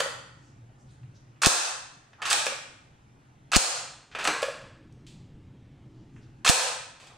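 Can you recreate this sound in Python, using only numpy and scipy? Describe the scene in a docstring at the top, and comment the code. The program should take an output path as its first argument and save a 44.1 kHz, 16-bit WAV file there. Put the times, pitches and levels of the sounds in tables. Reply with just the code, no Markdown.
"""In a hard tiled kitchen with fan air and a wavering hum, a spring-driven rifle bolt is caught open at once.
A sleeve brushes, fingers tick, and the bolt slams shut; twice more it is drawn back, caught and let slam.
Blows are short noise rattles through ringing steel and stock, clunks and thuds are dying sines, and
echoes of random sign make the room. A small camera limits the slams, pops on each, turns the bass down after
loud sound; after the second slam it narrows the stereo to nearly mono, and opens it again just before the last."""
import sys
import numpy as np
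from scipy import signal
from scipy.io import wavfile
from scipy.ndimage import uniform_filter1d

SR = 44100
rng = np.random.default_rng(int(sys.argv[2]) if len(sys.argv) > 2 else 0)


def generate_wav(sig):
    """Save sig (samples, or channels by samples) to the path in sys.argv[1] as 16-bit PCM at SR."""
    pcm = np.round(np.clip(np.atleast_2d(sig).T, -1, 1) * 32767).astype(np.int16)
    wavfile.write(sys.argv[1], SR, pcm)


N = 316461  # length in samples


def gain_of(db):
    """Turns decibels into a factor."""
    return 10 ** (np.asarray(db) / 20)


def evened(x):
    """Scales a sound to an average (rms) strength of 1."""
    return x / np.sqrt(np.mean(x ** 2) + 1e-20)


def read(points, hz):
    """Reads a table of (f, value) between its points, with pitch spaced as we hear it (log axis)."""
    f, value = np.transpose(points)
    return np.interp(np.log(hz + 1), np.log(f + 1), value)


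def add(mix, s, sound):
    """Mixes a sound in at time s, cutting off what runs past the end."""
    part = mix[..., round(s * SR):][..., :sound.shape[-1]]
    part += sound[..., :part.shape[-1]]


def causal(gain_db):
    """Makes a filter that rings only after its input (minimum phase) from a gain curve in dB."""
    full_circle_db = np.concatenate([gain_db, gain_db[-2:0:-1]])
    log_gain = np.log(gain_of(full_circle_db))
    spectrum = np.exp(np.conj(signal.hilbert(log_gain)))
    return np.fft.ifft(spectrum).real[:2048]


# ventilation spectrum before overall scaling: (f/Hz, level/dB per Hz)
AIR_SPECTRUM = [(12, -52), (20, -15), (92, -10), (128, -3.5), (178, -13), (302, -13.5), (484, -27),
                (865, -27), (966, -30.5), (2930, -38.5), (4500, -45.5), (6500, -46.5), (9000, -52),
                (10500, -59), (15000, -68.5)]
# how alike left and right are: (f/Hz, likeness, 1 = the same)
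AIR_LIKENESS = [(60, 0.89), (300, 0.86), (700, .1), (1500, 0.081), (3000, 0.89), (4300, 0.95), (6000, .1),
                (10000, .1)]
# slow changes of the low ventilation: (t/s, level/dB)
RUMBLE_LEVEL = [(0, 0), (1.3, -2), (2.8, -1.5), (4.4, 1.5), (5.1, 7.5), (6, 3.5), (7.18, -1.5)]
# how far up those changes reach: (f/Hz, share of the dB change)
RUMBLE_SHARE = [(350, 1), (700, 0)]
AIR_DB = -51.5  # overall level


def air():
    """Ventilation from random short-time spectra with drifting patches: low rumble over a faint hiss."""
    frames, hz = N // 512 + 5, np.fft.rfftfreq(2048, 1 / SR)
    a, b, c, d, patches = rng.standard_normal((frames, 1025, 5)).T
    patches = evened(uniform_filter1d(uniform_filter1d(patches, 10, 0), 8, 1))
    same = np.clip(read(AIR_LIKENESS, hz), -1, 1)[:, None]
    left = a + 1j * b
    right = same * left + np.sqrt(1 - same ** 2) * (c + 1j * d)
    spectra = np.array([left, right])
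    rumble_db = np.interp(np.arange(frames) * 512 / SR, *np.transpose(RUMBLE_LEVEL))
    spectra *= gain_of(read(RUMBLE_SHARE, hz)[:, None] * rumble_db)
    spectra *= gain_of(read(AIR_SPECTRUM, hz)[:, None] + 1.6 * patches)
    sound = signal.istft(spectra, nperseg=2048, noverlap=1536)[1][:, :N]
    return gain_of(AIR_DB) * evened(sound)


# strength of the appliance hum: (t/s, level/dB)
HUM_LEVEL = [(0, -51), (.45, -57.5), (.6, -45), (.8, -54), (1.1, -44), (1.4, -67), (2.8, -61.5), (4.9, -56),
             (5.4, -54.5), (5.8, -59.5), (6.3, -54.5), (7.18, -68.5)]
HUM_HZ, HUM_WIDTH_HZ = 123, 22.


def hum():
    """A wavering appliance hum: noise smoothed to a narrow band and shifted up to the hum's pitch."""
    t, keep = np.arange(N) / SR, np.exp(-np.pi * HUM_WIDTH_HZ / SR)
    two_smoothings = np.convolve([1, -keep], [1, -keep])
    slow = signal.lfilter([1], two_smoothings, rng.standard_normal((2, N)))
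    tone = slow[0] * np.cos(2 * np.pi * HUM_HZ * t) + slow[1] * np.sin(2 * np.pi * HUM_HZ * t)
    return gain_of(np.interp(t, *np.transpose(HUM_LEVEL))) * evened(tone)


# middle of the range where stock, receiver, bolt and small parts each ring: (f/Hz)
PARTS_HZ = [550, 1400, 3400, 8000]
# the catch locks the bolt open: (t/s, clunk level/dB, steel level/dB)
CATCHES = [(.002, -18, -12.5), (2.4648, -21.5, -12), (4.427, -14.5, -16)]
# steel contacts of the catch: (t/s from the clunk, level/dB into each of the four parts, rattle t/s)
LATCHING = [(-.008, -50.5, -14.5, -36.5, -12.5, .006), (.0012, -12, -4.5, -9, -9.2, 0.0034)]
# small ticks as fingers shift on the action: (t/s, level/dB, f/Hz, fall dB per octave from f, rattle t/s)
TICKS = [(1.031, -54.5, 1500, 9, .0045), (1.359, -60, 1510, 12, 0.015), (2.131, -42.5, 1480, 10, 0.0042),
         (4.113, -46, 1700, 9.5, 0.04), (4.924, -53.5, 7940, 16.5, 0.002), (5.066, -46, 5190, 13.5, 0.033),
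         (6.162, -45.5, 1420, 34.5, 0.0062), (6.999, -56, 4430, 0, 0.074), (7.069, -60, 1900, -3, 0.0074),
         (7.098, -41, 800, 18, 0.031)]
# the bolt is let go: (t/s, level/dB, brightness dB a part, grip: extra level/dB into the stock)
RELEASES = [(1.4175, 0.3, -0.03, 0.5), (3.5169, -2, -1.3, -1), (6.4467, 0.2, -0.48, -0.5)]
# when each contact of a closing stroke comes, the spring setting the pace: (t/s from the release)
CLOSING_S = [0, .0152, .02, .029, .0432, .0482, .0542]
# The catch lets go, the bolt strikes the magazine, chatters along the rails (two contacts),
# slams home and rebounds twice: (level/dB into stock, receiver, bolt, small parts, rattle t/s)
CLOSING = [(-36, -22.5, -29.5, -21.5, .017), (-22.5, -10.5, -23, -18, 0.0025),
           (-30, -24.5, -15, -25, 0.0064), (-20.5, -16.5, -16, -17, 0.013), (-17.5, -12.5, -5.5, 5, 0.0018),
           (-8, -9.5, -13, 5, 0.0027), (-7.5, -16.5, -19.5, -1, 0.0028)]
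# the bolt is drawn back:
# (start t/s, stop t/s, level/dB, brightness dB a part, grip level/dB into the stock, extra level/dB at stop)
PULLS = [(2.218, 2.3287, 3.5, 1.5, -1, 0.5), (4.149, 4.2732, 0, -2, 1.45, 3.5)]
# when each contact of an opening stroke comes: (share of the travel time)
OPENING_SHARE = [0, .3, .74, .825, 1, 1.08]
# The bolt unlocks, slides back, rides over the hammer, the sear takes hold, it meets the rear stop
# and shivers: (level/dB into stock, receiver, bolt, small parts, rattle t/s)
OPENING = [(-38.5, -30.5, -41, -44, 0.016), (-44.5, -34.5, -39, -40.5, 0.078),
           (-41, -47, -42.5, -24.5, 0.014), (-35, -20.5, -27, -38, 0.0085), (-31, -18, -20, -16, .004),
           (-26.5, -31, -39, -50, 0.0089)]


def blows():
    """Lists every contact of metal and stock as (t/s, level/dB into each part, rattle t/s)."""
    part_step = np.arange(4) - 1.5  # brightness tilts the level from stock to small parts
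    stock = np.eye(4)[0]
    rows = []
    for s, db, bright_db, grip_db in RELEASES:
        stroke_db = db + bright_db * part_step + grip_db * stock
        for delay, (*dbs, rattle) in zip(CLOSING_S, CLOSING):
            rows.append((s + delay, np.array(dbs) + stroke_db, rattle))
    for s, stop, db, bright_db, grip_db, stop_db in PULLS:
        stroke_db = db + bright_db * part_step + grip_db * stock
        for share, (*dbs, rattle) in zip(OPENING_SHARE, OPENING):
            contact_db = np.array(dbs) + stroke_db + stop_db * (share >= 1)
            rows.append((s + share * (stop - s), contact_db, rattle))
    for s, _, db in CATCHES:
        for lead, *dbs, rattle in LATCHING:
            rows.append((max(s + lead, 0), np.array(dbs) + db, rattle))
    for s, db, hz, fall_db, rattle in TICKS:
        octaves_away = abs(np.log2(np.divide(PARTS_HZ, hz)))
        rows.append((s, db - fall_db * octaves_away, rattle))
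    return rows


# what the rifle rings with: (f/Hz, relative level/dB, time to die by 60 dB t/s, counted as .05 at most)
RINGS = [(720, 2, 0.06), (820, -0.5, 0.079), (1088, 0, 0.046), (1290, 0.5, 0.011), (1716, 0.5, 0.011),
         (2569, 3.5, 0.0092), (3130, -1.5, 0.012), (3526, 0, 0.005), (4340, -2.5, 0.0052), (4970, -4, .02),
         (6090, -9, 0.018), (6880, -7.5, 0.017), (7770, -2, .012), (8230, -2, .015), (9990, -5, 0.0033)]
CRACK_DB = -8.  # the unpitched click of each contact, against the ringing


def rifle():
    """Each blow is a dying rattle of contacts, fed to four parts that ring in overlapping ranges."""
    grit = gain_of(3.0 * np.minimum(rng.exponential(1, N), 4)) * (rng.random(N) < .4)
    grit = evened(grit * rng.standard_normal((4, N)))  # uneven, gappy noise for each part
    force, t = np.zeros((4, N)), np.arange(4096) / SR
    for s, dbs, rattle in blows():
        contacts = grit[:, round(s * SR):][:, :4096]
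        rise = 1 - np.exp(-t / 0.00072)  # metal meets metal within a millisecond
        shape = np.exp(-t / max(rattle, .0005)) * rise
        add(force, s, gain_of(dbs)[:, None] * contacts * shape[:contacts.shape[1]])
    hz, out = np.fft.rfftfreq(4096, 1 / SR), np.zeros(N)
    peaks = 0
    for f, db, t60 in RINGS:  # longer ringing makes a narrower peak
        peaks = peaks + gain_of(db) ** 2 / (1 + ((hz - f) * min(t60, .05) / 1.1) ** 2)
    for part, share in zip(force, np.eye(4)):
        reach = read(list(zip(PARTS_HZ, share)), hz) + 0.00047
        body = causal(10 * np.log10(reach * (peaks + gain_of(CRACK_DB) ** 2)))
        out += signal.oaconvolve(part, body / np.linalg.norm(body))[:N]
    return out


# tones of the stock's clunk: (f/Hz, level/dB, time to die by 60 dB t/s)
HOLLOW = [(548, 0, .08), (500, -4, .07), (600, -5, .06), (1100, -8, .09), (1696, -6, .05)]
BOUNCE_S, BOUNCE_DB = .057, -7.5  # the catch rebounds once


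def catches():
    """A soft-faced blow rings the hollow stock: dying sines with a soft start, then one rebound."""
    t, out = np.arange(12000) / SR, np.zeros(N)
    clunk = sum(gain_of(db - 60 * t / t60) * np.sin(2 * np.pi * f * t) for f, db, t60 in HOLLOW)
    clunk *= 1 - np.exp(-t / 0.0028)
    for s, db, _ in CATCHES:
        add(out, s, gain_of(db) * clunk)
        add(out, s + BOUNCE_S, gain_of(db + BOUNCE_DB) * clunk)
    return out


# how long the room rings: (f/Hz, time to die by 60 dB t/s)
ROOM = [(200, 0.31), (500, 0.63), (1500, 0.76), (4000, 0.66), (8000, 0.6), (13000, 0.41)]


def kitchen(x, steady):
    """Sparse reflections of random sign, each band dying at its own speed, partly other ones each side."""
    drift = evened(uniform_filter1d(rng.standard_normal(N), 90))
    out, turn = np.zeros((2, N)), np.cumsum(drift) / SR / .003
    for k in range(3):  # the contacts radiate in changing directions, so they meet three sets of walls
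        taps = np.zeros((3, SR))
        at = np.arange(150, SR - 20, 20) + rng.integers(0, 20, (3, (SR - 151) // 20))
        np.put_along_axis(taps, at, rng.choice([-1., 1.], at.shape), 1)
        echoes = taps[:2] + 0.98 * taps[2]  # each side's own plus shared ones
        hz, t, z = signal.stft(echoes, SR, nperseg=256)
        dying = gain_of(-60 * t / read(ROOM, hz)[:, None])
        tail = signal.istft(z * dying, SR, nperseg=256)[1]
        facing = np.sqrt(2 / 3) * np.cos(np.pi * (turn + k / 3))
        sent = x * facing + steady / np.sqrt(3)
        out += signal.fftconvolve(sent[None], tail / np.linalg.norm(tail[0]), axes=1)[:, :N]
    return out


# sleeve and hand brushing: (t/s, length t/s, level/dB before the fade in and out, f/Hz)
BRUSHES = [(0.33, 0.24, -73.5, 6700), (0.763, 0.098, -73, 7400), (0.853, 0.1, -70.5, 4500),
           (0.874, 0.089, -70, 7960), (1.133, 0.06, -67.5, 5260), (5.85, 0.26, -79.5, 4440),
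           (6.102, 0.14, -76.5, 7600), (6.19, 0.086, -72.5, 4570), (2.17, .09, -47, 1100)]


def brushes():
    """Cloth and skin rub as soft swishes of noise, each nearly an octave wide."""
    noise, out = rng.standard_normal(N), np.zeros(N)
    for s, length, db, hz in BRUSHES:
        piece = noise[round(s * SR):][:round(length * SR)]
        band_filter = signal.butter(2, [hz * 0.68, hz * 1.25], "band", fs=SR, output="sos")
        band = signal.sosfilt(band_filter, piece)
        add(out, s, gain_of(db) * evened(band) * np.hanning(len(band)))
    return out


THUD_HZ, THUD_T60_S = 306, 0.14  # pitch, and time to die by 60 dB
THUD_DB = 5.5  # dB gained per dB of grip


def thuds():
    """A short low ring of the butt each time the bolt is stopped at the rear: one dying sine."""
    t, out = np.arange(8000) / SR, np.zeros(N)
    thud = gain_of(-60 * t / THUD_T60_S) * np.sin(2 * np.pi * THUD_HZ * t)
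    thud *= 1 - np.exp(-t / 0.0079)  # soft start
    for _, stop, _, _, grip_db, _ in PULLS:
        add(out, stop, gain_of(-26 + THUD_DB * grip_db) * thud)
    return out


# tone colour of the microphone: (f/Hz, level/dB)
MIC = [(100, -11.5), (350, -1), (600, -2), (2000, -2.5), (6400, 2.5), (8800, -3), (10500, -10.5),
       (11500, -17.5), (15500, -22)]
ROOM_DB = 0  # level of the room's echoes


def scene():
    """The rifle stands a little to the right; sleeve and rifle share the room."""
    near = rifle() + brushes()
    clunks = catches() + thuds()
    direct = near * gain_of([[-.7], [.7]])  # left, right in dB
    heard = direct + gain_of(ROOM_DB) * kitchen(near, .45 * clunks) + clunks
    colour = causal(read(MIC, np.fft.rfftfreq(4096, 1 / SR)))
    return signal.oaconvolve(heard, colour[None])[:, :N] + air() + hum()


def excess(x, size, over_db, recover_db_s):
    """Level above a threshold in dB: follows a rise at once, lets go at a set speed."""
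    level_db = 10 * np.log10(abs(uniform_filter1d((x ** 2).mean(0), size)) + 1e-12)
    fall = np.arange(N) * recover_db_s / SR
    return np.maximum.accumulate(np.maximum(level_db - over_db, 0) + fall) - fall


def lagged(x, lag_s):
    """One-pole smoothing: follows x late."""
    keep = np.exp(-1 / (lag_s * SR))
    return signal.lfilter([1 - keep], [1, -keep], x)


# low pops as the slams overload a capsule: (t/s, length t/s, left height, right height)
POPS = [(1.4676, 0.0027, 0.66, -0.1), (1.468, .005, -0.27, 0.3), (3.5631, 0.0034, 0.59, -0.035),
        (3.566, 0.0052, 0.56, -0.29), (6.4963, 0.004, -0.69, 1)]
# the stereo width narrows, stays nearly mono, widens again: (start t/s, end t/s) of each stage
NARROWING_S = (3.73, 4.26)
MONO_S = (4.45, 5.5)
WIDENING_S = (5.6, 6.4)
NARROW_DB, MONO_DB, WIDE_DB = -17, -55, -2  # level of the left-right difference
# the camera widens the treble: (f/Hz, level/dB of the left-right difference)
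SIDE_COLOUR = [(300, -2), (700, 1), (1400, 3.5), (2400, 1.5), (4400, 1.5), (8000, 7), (14000, 8.5)]
EDGE_HZ = 15750  # upper limit of the sound


def record(dry):
    """The camera: bass cut after loud sound, limiter, overload pops, stereo width, band limit."""
    bass = signal.oaconvolve(dry, signal.firwin(801, 420, fs=SR)[None], "same")
    loud_db = excess(dry, size=2000, over_db=-42.5, recover_db_s=10.5)
    bass_cut_db = 0.26 * uniform_filter1d(loud_db, 2000)
    x = dry - bass * (1 - gain_of(-bass_cut_db))
    too_loud_db = excess(x, size=100, over_db=-18.0, recover_db_s=60.5)
    x = x / gain_of(0.85 * lagged(too_loud_db, 0.0042))
    pops = np.zeros_like(x)
    for s, length, left, right in POPS:
        add(pops, s, np.outer([left, right], np.hanning(round(length * SR))))
    x = x + signal.lfilter(*signal.butter(1, 30, "high", fs=SR), pops)  # the coupling swings each pop back
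    mid, side = (x[0] + x[1]) / 2, (x[0] - x[1]) / 2
    stage_times = [*NARROWING_S, *MONO_S, *WIDENING_S]
    stages_db = [0, NARROW_DB, MONO_DB, MONO_DB, NARROW_DB, WIDE_DB]
    side = side * gain_of(np.interp(np.arange(N) / SR, stage_times, stages_db))
    side_filter = causal(read(SIDE_COLOUR, np.fft.rfftfreq(4096, 1 / SR)))
    side = signal.oaconvolve(side, side_filter)[:N]
    x = np.array([mid + side, mid - side])
    low_pass = signal.firwin(511, EDGE_HZ, window=("kaiser", 9), fs=SR)
    return signal.oaconvolve(x, low_pass[None], "same")


dry = scene()
out = record(dry)
generate_wav(out)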